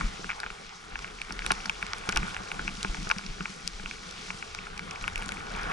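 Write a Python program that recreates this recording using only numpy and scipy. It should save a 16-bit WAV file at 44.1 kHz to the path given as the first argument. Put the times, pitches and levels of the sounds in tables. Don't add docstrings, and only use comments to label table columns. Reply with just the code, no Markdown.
import sys
import numpy as np
from scipy import signal
from scipy.fft import rfft, irfft
from scipy.io import wavfile
from scipy.ndimage import uniform_filter1d

SR = 44100
rng = np.random.default_rng(int(sys.argv[2]) if len(sys.argv) > 2 else 0)


def makeup_ratio(level_db):
    decades = np.asarray(level_db, float) / 20
    return 10 ** decades


def log_audio(samples):
    frames = np.atleast_2d(samples).T
    limited = np.clip(frames, -1, 1)
    pcm = np.round(limited * 32767).astype(np.int16)
    wavfile.write(sys.argv[1], SR, pcm)


N = 252252
TIME_S = np.arange(N) / SR
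HZ = np.maximum(np.fft.rfftfreq(N, 1 / SR), 1)
SIDES = np.array([[.5], [-.5]])

# time in seconds, glide hiss in dB, edge scrape drive in dB, helmet drone in dB,
# calm wind in dB.
RUN = [(0.0, -45, -41.5, -49, -50), (0.12, -46.5, -49, -55.5, -66), (0.45, -49, -49, -57, -52),
       (0.7, -52, -53, -61, -62), (1.0, -52.5, -49, -53.5, -58), (1.28, -50, -49.5, -55, -50),
       (1.42, -45.5, -45, -60, -49), (1.77, -48, -47.5, -55.5, -56), (2.0, -49.5, -44.5, -52.5, -47),
       (2.17, -46.5, -42.5, -40.5, -56), (2.45, -47.5, -45.5, -52.5, -58), (2.9, -45, -47.5, -50, -53),
       (3.25, -47.5, -49, -54, -62), (3.7, -48, -50.5, -54, -67), (4.0, -47.5, -50, -52, -58),
       (4.19, -45, -48.5, -55, -58), (4.5, -47.5, -50.5, -54, -57), (4.75, -51, -47.5, -50, -48.5),
       (5.1, -49, -46.5, -49.5, -64), (5.2, -50.5, -43.5, -53, -55), (5.48, -49, -44, -53.5, -54),
       (5.72, -50, -37.5, -45.5, -45)]
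# frequency in Hz, relative level in dB,
# t60 in seconds.
CASE = [
    [(776, -2.5, 0.017), (881, -2, 0.04), (1073, -7, 0.045)],
    [(1250, -11, 0.039), (1459, 8.5, 0.016), (1616, -3, 0.023)],
    [(2300, 8, 0.017), (2507, 11.5, 0.0097), (2720, -6, 0.024)],
    [(3330, -1.5, 0.004), (4000, 5, 0.0048), (4600, 6, 0.0052), (5450, 11, 0.003)],
    [(7140, 4, 0.007), (8160, 17.5, 0.0016), (9620, 5, 0.0044), (10500, 5, 0.0064)],
]


def over_hz(table):
    hz, value = np.transpose(table)
    return np.interp(np.log(HZ), np.log(np.maximum(hz, 1)), value)


def unit(x):
    return x / np.sqrt(np.mean(x ** 2))


def walk(rate_hz):
    hold = int(SR / rate_hz)
    held = np.repeat(rng.standard_normal(N // hold + 1), hold)
    slewed = uniform_filter1d(uniform_filter1d(held, hold), hold)
    return unit(slewed[:N])


def texture(spectrum, flicker_db, flicker_hz, grit_db, count):
    # frequency in Hz, power share unrelated between the ports.
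    port_apart = [(30, 0.0049), (150, 0.055), (400, 0.36), (1200, 0.39), (3000, 0.48), (9000, 0.18)]
    grit = rng.exponential(size=N // 40 + 1).repeat(40)[:N]
    grains = rng.standard_normal((3, N)) * makeup_ratio(grit_db * grit)
    common, left, right = rfft(grains / grains.std())
    apart = np.clip(over_hz(port_apart), 0, 1)
    both = np.sqrt(1 - apart) * common + np.sqrt(apart) * np.array([left, right])
    both = both * makeup_ratio(over_hz(spectrum))
    centres_hz = np.geomspace(spectrum[0][0], spectrum[-1][0], count)
    out = 0
    for hat in np.eye(count):
        share = np.interp(np.log(HZ), np.log(centres_hz), hat)
        out = out + irfft(both * share, N) * makeup_ratio(flicker_db * walk(flicker_hz))
    return unit(out)


def ring(x, modes):
    out = 0
    for hz, db, t60_s in modes:
        pole = np.exp(2j * np.pi * hz / SR - np.log(1000) / (t60_s * SR))
        mode = signal.lfilter([0, pole.imag], [1, -2 * pole.real, abs(pole) ** 2], x)
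        out = out + makeup_ratio(db) * mode / np.sqrt(len(modes))
    return out


def glide_hiss(glide):
    # frequency in Hz, relative density in dB per Hz.
    hiss_spectrum = [(1470, -23), (2500, -2.5), (4090, -3), (5770, -3), (6770, -8.5), (10600, -20.5),
                     (11300, -31), (11500, -41), (15000, -71), (22000, -120)]
    return glide * texture(hiss_spectrum, flicker_db=1.7, flicker_hz=21.96, grit_db=1.6, count=5)


def edge_scrape(scrape):
    # frequency in Hz, relative density in dB per Hz.
    scrape_spectrum = [(200, -31), (300, -16), (420, 2), (600, -6), (800, 1.5), (900, -5.5), (1020, -3),
                       (1150, 0), (1430, -2), (1650, -12), (1800, -4), (2050, -4.5), (2280, -2),
                       (2600, -14.5), (3000, -12), (3400, -8.5), (4300, -30.5)]
    noise = texture(scrape_spectrum, flicker_db=2.43, flicker_hz=25.096, grit_db=0.72, count=7)
    return scrape ** 0.82 * makeup_ratio(-6.5) * noise


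def shudder(scrape):
    grains_per_s = 1200
    grains = rng.standard_normal((3, N)) * (rng.random(N) < grains_per_s / SR) * makeup_ratio(0.93 * walk(40))
    shake = grains[0] + .5 * grains[1:]
    dull = unit(ring(shake, CASE[1]))
    hollow = unit(ring(shake, CASE[2]))
    return (dull + 0.26 * hollow) * scrape ** 1.515 * makeup_ratio(21)


def blows(times, pan_db, contact_s, unlike):
    t = np.arange(int(.04 * SR)) / SR
    noise = rng.standard_normal((len(times), 3, len(t)))
    rough = noise[:, :1] + unlike * noise[:, 1:]
    return makeup_ratio(pan_db[:, None, None] * SIDES) * rough * t * np.exp(-t / contact_s)


def strike(times, level_db, pan_db, modes, contact_s, unlike, faint_db, count):
    when, weakness, side = rng.random((count, 3)).T
    faint_s = when * N / SR
    s, scrape_db = np.transpose(RUN)[[0, 2]]
    rough_db = np.interp(faint_s, s, scrape_db - scrape_db.mean())
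    times = np.append(times, faint_s)
    level_db = np.append(level_db, faint_db - 12 * weakness + rough_db)
    pan_db = np.append(pan_db, 6 * (side - .5))
    band_hz = [0.75 * modes[0][0], 1.253 * modes[-1][0]]
    band = signal.butter(3, band_hz, "band", fs=SR, output="sos")
    sounds = signal.sosfilt(band, ring(blows(times, pan_db, contact_s, unlike), modes))
    out = np.zeros((2, N + sounds.shape[2]))
    for s, db, sound in zip(times, level_db, sounds):
        i = max(int((s - contact_s) * SR), 0)
        peak = np.abs(sound).max(axis=1).mean()
        out[:, i:i + sound.shape[1]] += makeup_ratio(db) * sound / peak
    return out[:, :N]


def mount_knocks():
    # time in seconds, dull level in dB, hollow level in dB.
    knock_rows = [(0.0099, -19, -27), (0.2434, -26.5, -31), (0.292, -26, -29), (0.295, -24, -22.5),
                  (0.3019, -24, -18), (0.3116, -30, -26), (0.3168, -31, -23), (0.33, -33, -36),
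                  (0.3925, -34, -35), (0.4014, -27, -33), (0.4324, -23, -31), (0.4385, -24, -32),
                  (0.463, -24.5, -26.5), (0.5025, -31.5, -26.5), (0.956, -22.5, -22.5), (0.99, -31, -32),
                  (1.044, -27.5, -24), (1.216, -39, -20), (1.3062, -25, -29.5), (1.3913, -30, -22),
                  (1.4203, -31, -24.5), (1.447, -27, -35), (1.463, -22, -21), (1.505, -13.5, -21),
                  (1.508, -15, -18), (1.5184, -18.5, -18), (1.6036, -45, -28.5), (1.6565, -24.5, -28),
                  (1.6959, -20, -13), (1.8267, -23.5, -17.5), (1.865, -32, -29), (1.9331, -21.5, -24),
                  (2.0897, -20, -19), (2.0949, -22, -28), (2.0998, -27, -44), (2.125, -38, -22),
                  (2.128, -25, -25), (2.162, -23.5, -19), (2.166, -16.5, -22), (2.1724, -20, -15.5),
                  (2.1783, -24, -28), (2.2007, -45, -30), (2.2299, -24, -27), (2.2797, -26.5, -51),
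                  (2.345, -27, -31), (2.365, -24, -22.5), (2.516, -24.5, -18), (2.5931, -22.5, -29),
                  (2.6776, -22.5, -17.5), (2.6904, -41, -26), (2.8288, -38, -33), (2.8471, -18.5, -22),
                  (2.945, -29, -25.5), (2.969, -35, -30), (3.0707, -26, -33), (3.1003, -17.5, -21),
                  (3.1093, -21.5, -38), (3.113, -11.5, -11.5), (3.1625, -32, -35), (3.1842, -49, -27),
                  (3.192, -28.5, -42), (3.2113, -35, -40), (3.2642, -50, -35), (3.4066, -22, -27),
                  (3.4557, -24, -19.5), (3.676, -46, -32), (3.7976, -31.5, -31), (3.859, -25, -21),
                  (3.9112, -31, -24), (4.3037, -25.5, -20), (4.4252, -27.5, -24.5), (4.548, -29, -29),
                  (4.588, -38, -24), (4.6683, -29, -34), (4.7776, -50, -30), (4.793, -28, -24),
                  (4.911, -36, -27), (4.9585, -46, -28.5), (5.0404, -26, -21.5), (5.0785, -22, -15),
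                  (5.1574, -47, -18), (5.1759, -31, -26), (5.2225, -30, -26), (5.2904, -28.5, -29),
                  (5.3202, -34, -22), (5.639, -27, -30)]
    s, dull_db, hollow_db = np.transpose(knock_rows)
    deep_db = 1.44 * dull_db + 1.5
    deep = strike(s, deep_db, 0 * s, CASE[0], contact_s=0.0005, unlike=0.28, faint_db=-34.5, count=60)
    dull = strike(s, dull_db, 0 * s, CASE[1], contact_s=0.00046, unlike=0.48, faint_db=-34.5, count=120)
    hollow = strike(s, hollow_db, 0 * s, CASE[2], contact_s=0.00032, unlike=0.25, faint_db=-31.5, count=120)
    return deep + dull + hollow


def case_ticks():
    # time in seconds, lower tick in dB, upper tick in dB, left minus right in dB.
    tick_rows = [(0.402, -24.5, -28, 8), (0.991, -29, -40, 0), (1.2165, -27.5, -29.5, -2),
                 (1.3235, -22.5, -31, -5), (1.3918, -25, -41, -3), (1.4637, -15, -21.5, -1),
                 (1.5144, -20, -39, -4), (1.5181, -12, -13.5, -5), (1.6574, -23, -33, -3),
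                 (1.6606, -23, -42, -5), (1.6965, -24, -31, 10), (1.8273, -27, -35, -4),
                 (1.8662, -26, -34, -2), (1.9336, -16, -45, -5), (1.9835, -34, -32, -3),
                 (2.091, -15.5, -21, -6), (2.0944, -23, -32, -4), (2.1241, -20, -27.5, -5),
                 (2.1604, -16, -23, -1), (2.1725, -9.5, -20.5, -2), (2.3448, -28.5, -45, -1),
                 (2.5168, -28, -37, -4), (2.679, -28, -41, -3), (2.753, -27, -49, -6),
                 (2.8297, -16, -18.5, -4), (2.8477, -30, -45, -2), (3.0918, -22.5, -28.5, -4),
                 (3.1026, -27, -43, 3), (3.1136, -16, -50, -5), (3.1842, -20, -33, 3),
                 (3.2639, -22.5, -40, -2), (3.6762, -14, -17, 6), (3.9109, -28, -45, 0),
                 (4.111, -26, -40, -8), (4.5484, -24, -34, -2), (4.7778, -27, -37, 1),
                 (4.7936, -29, -39, -1), (4.9097, -25, -34.5, -4), (5.0118, -27, -45, 2),
                 (5.0253, -37, -31, 3), (5.0788, -26, -29, -7), (5.1582, -32, -25, -4),
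                 (5.179, -28, -31, 0), (5.2229, -31.5, -33, -5), (5.2326, -35.5, -33, -11),
                 (5.26, -31, -28, 9), (5.2829, -30, -30, -11), (5.2904, -24.5, -32, 10),
                 (5.3209, -28.5, -29, -1), (5.6326, -28, -34, 2)]
    s, lower_db, upper_db, pan_db = np.transpose(tick_rows)
    lower = strike(s, lower_db, pan_db, CASE[3], contact_s=.0002, unlike=0.69, faint_db=-34.5, count=150)
    upper = strike(s, upper_db, pan_db, CASE[4], contact_s=0.00016, unlike=0.45, faint_db=-39, count=150)
    return lower + upper


def bumps():
    # time in seconds, low push in dB, upper push in dB.
    bump_rows = [(0.025, -40, -37), (0.195, -36, -34), (0.246, -38, -37), (1.297, -45, -37),
                 (1.513, -31, -26.5), (1.832, -32, -39), (2.088, -25, -24.5), (2.158, -34.5, -34),
                 (2.23, -27, -33), (2.402, -29.5, -36), (2.595, -35, -33), (2.779, -33, -47),
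                 (2.848, -26, -27), (3.069, -33, -34), (3.164, -27.5, -54), (3.405, -30, -31.5),
                 (3.497, -33, -40), (3.8, -35, -46), (3.838, -36, -34), (4.345, -33, -43),
                 (5.219, -31, -47), (5.662, -41.5, -37)]
    # frequency in Hz, relative level in dB, t60 in seconds.
    helmet_modes = [
        [(115, -22, 0.079), (195.8, -0.5, .13)],
        [(303, -1, 0.033), (402, 2.5, 0.028)],
    ]
    s, *level_db = np.transpose(bump_rows)
    out = 0
    for db, modes, push_s in zip(level_db, helmet_modes, (.002, .001)):
        push = np.zeros(N)
        push[(s * SR).astype(int)] = makeup_ratio(db)
        soft = np.hanning(int(push_s * SR))
        out = out + ring(np.convolve(push, soft / soft.sum())[:N], modes)
    return out


def buffets():
    # time in seconds, rumble in dB, drone in dB, fade time constant in seconds.
    buffet_rows = [(0.048, -28.5, -51, 0.045), (0.27, -49, -56, .06), (0.46, -57, -47, 0.021),
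                   (0.51, -49, -61, 0.028), (0.64, -55, -60, 0.055), (0.94, -42, -58, 0.065),
                   (1.318, -50, -40, 0.032), (1.46, -40.5, -45.5, 0.14), (1.86, -49, -57, 0.055),
                   (2.17, -23.5, -42.5, 0.038), (2.39, -48, -53, 0.029), (2.58, -38, -43.5, 0.078),
                   (2.74, -42, -57, 0.033), (2.9, -37, -40.5, 0.018), (2.99, -41, -51, 0.12),
                   (3.3, -36.5, -49, 0.043), (3.41, -43, -44.5, 0.031), (3.55, -47, -65, 0.015),
                   (3.65, -50, -55, 0.019), (3.74, -39.5, -56.5, .12), (4.19, -52, -50, 0.095),
                   (4.83, -52, -53, 0.11), (5.03, -42, -54, .06), (5.18, -38, -63, 0.038),
                   (5.27, -52, -47, 0.06), (5.54, -38, -52, 0.095)]
    rise_share = 0.4
    s, rumble_db, drone_db, fade_s = np.transpose(buffet_rows)
    after = (TIME_S - s[:, None]) / fade_s[:, None]
    swell = np.exp(-np.maximum(after, -after / rise_share))
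    return makeup_ratio(rumble_db) @ swell, makeup_ratio(drone_db) @ swell


def helmet_drone(level):
    # frequency in Hz, relative density in dB per Hz.
    drone_spectrum = [(41, -16), (70, -8.5), (108, -14), (183, -0.5), (264, -12.5), (350, -14), (460, -46),
                      (770, -120)]
    return level * texture(drone_spectrum, flicker_db=3.6, flicker_hz=17, grit_db=0.11, count=3)


def wind_rumble(level):
    # frequency in Hz, relative density in dB per Hz.
    wind_spectrum = [(8.8, -26), (15, 5.5), (38, 7.5), (52, 0.5), (75, -18), (100, -12), (130, -49),
                     (220, -120)]
    return level * texture(wind_spectrum, flicker_db=1.2, flicker_hz=5.3, grit_db=.1, count=2)


def low_thrum():
    # time in seconds, level in dB.
    thrum_level = [(0.0, -53), (0.16, -55), (0.62, -67.5), (2.26, -55.5), (2.63, -63), (3.1, -61),
                   (4.11, -66), (5.15, -51), (5.72, -55)]
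    # frequency in Hz, relative density in dB per Hz.
    thrum_spectrum = [(40, -30), (62, 0.5), (100, 1.5), (135, -8.5), (200, -41)]
    level = makeup_ratio(np.interp(TIME_S, *np.transpose(thrum_level)))
    return level * texture(thrum_spectrum, flicker_db=2.5, flicker_hz=11, grit_db=.1, count=2)


def scene():
    s, *columns = np.transpose(RUN)
    glide, scrape, drone, wind = (makeup_ratio(np.interp(TIME_S, s, db)) for db in columns)
    rumble, shake = buffets()
    skis = glide_hiss(glide) + edge_scrape(scrape)
    case = shudder(scrape) + mount_knocks() + case_ticks()
    low = helmet_drone(drone + shake) + wind_rumble(wind + rumble) + low_thrum()
    return skis + case + bumps() + low


def top_cut(x):
    return signal.sosfilt(signal.butter(12, 12260, fs=SR, output="sos"), x)


def record(dry):
    # frequency in Hz, phase lead of the left port in radians.
    port_lead = [(0, -1), (340, 0.86), (600, 2.5), (1210, 1.35), (1980, 1.32), (2330, 0.96), (2760, 1.03),
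                 (3360, 0.84), (4310, -0.2), (6030, -0.1), (7150, 0.4), (8610, 0.45), (11000, 1.23),
                 (11800, -12)]
    # frequency in Hz, left minus right in dB.
    port_balance = [(60, 1), (110, 2.5), (190, 1), (350, 3), (620, -1), (1120, 0), (2010, 1.5), (3620, 2.5),
                    (6490, 1.0), (11700, 0.5)]
    ports = makeup_ratio(over_hz(port_balance) * SIDES) * np.exp(1j * over_hz(port_lead) * SIDES)
    heard = irfft(rfft(dry) * ports, N)
    top_hz = 10980
    low_pass = signal.ellip(7, .3, 40, top_hz, fs=SR, output="sos")
    mix = signal.sosfilt(low_pass, heard)
    return top_cut(mix)


dry = scene()
out = record(dry)
log_audio(out)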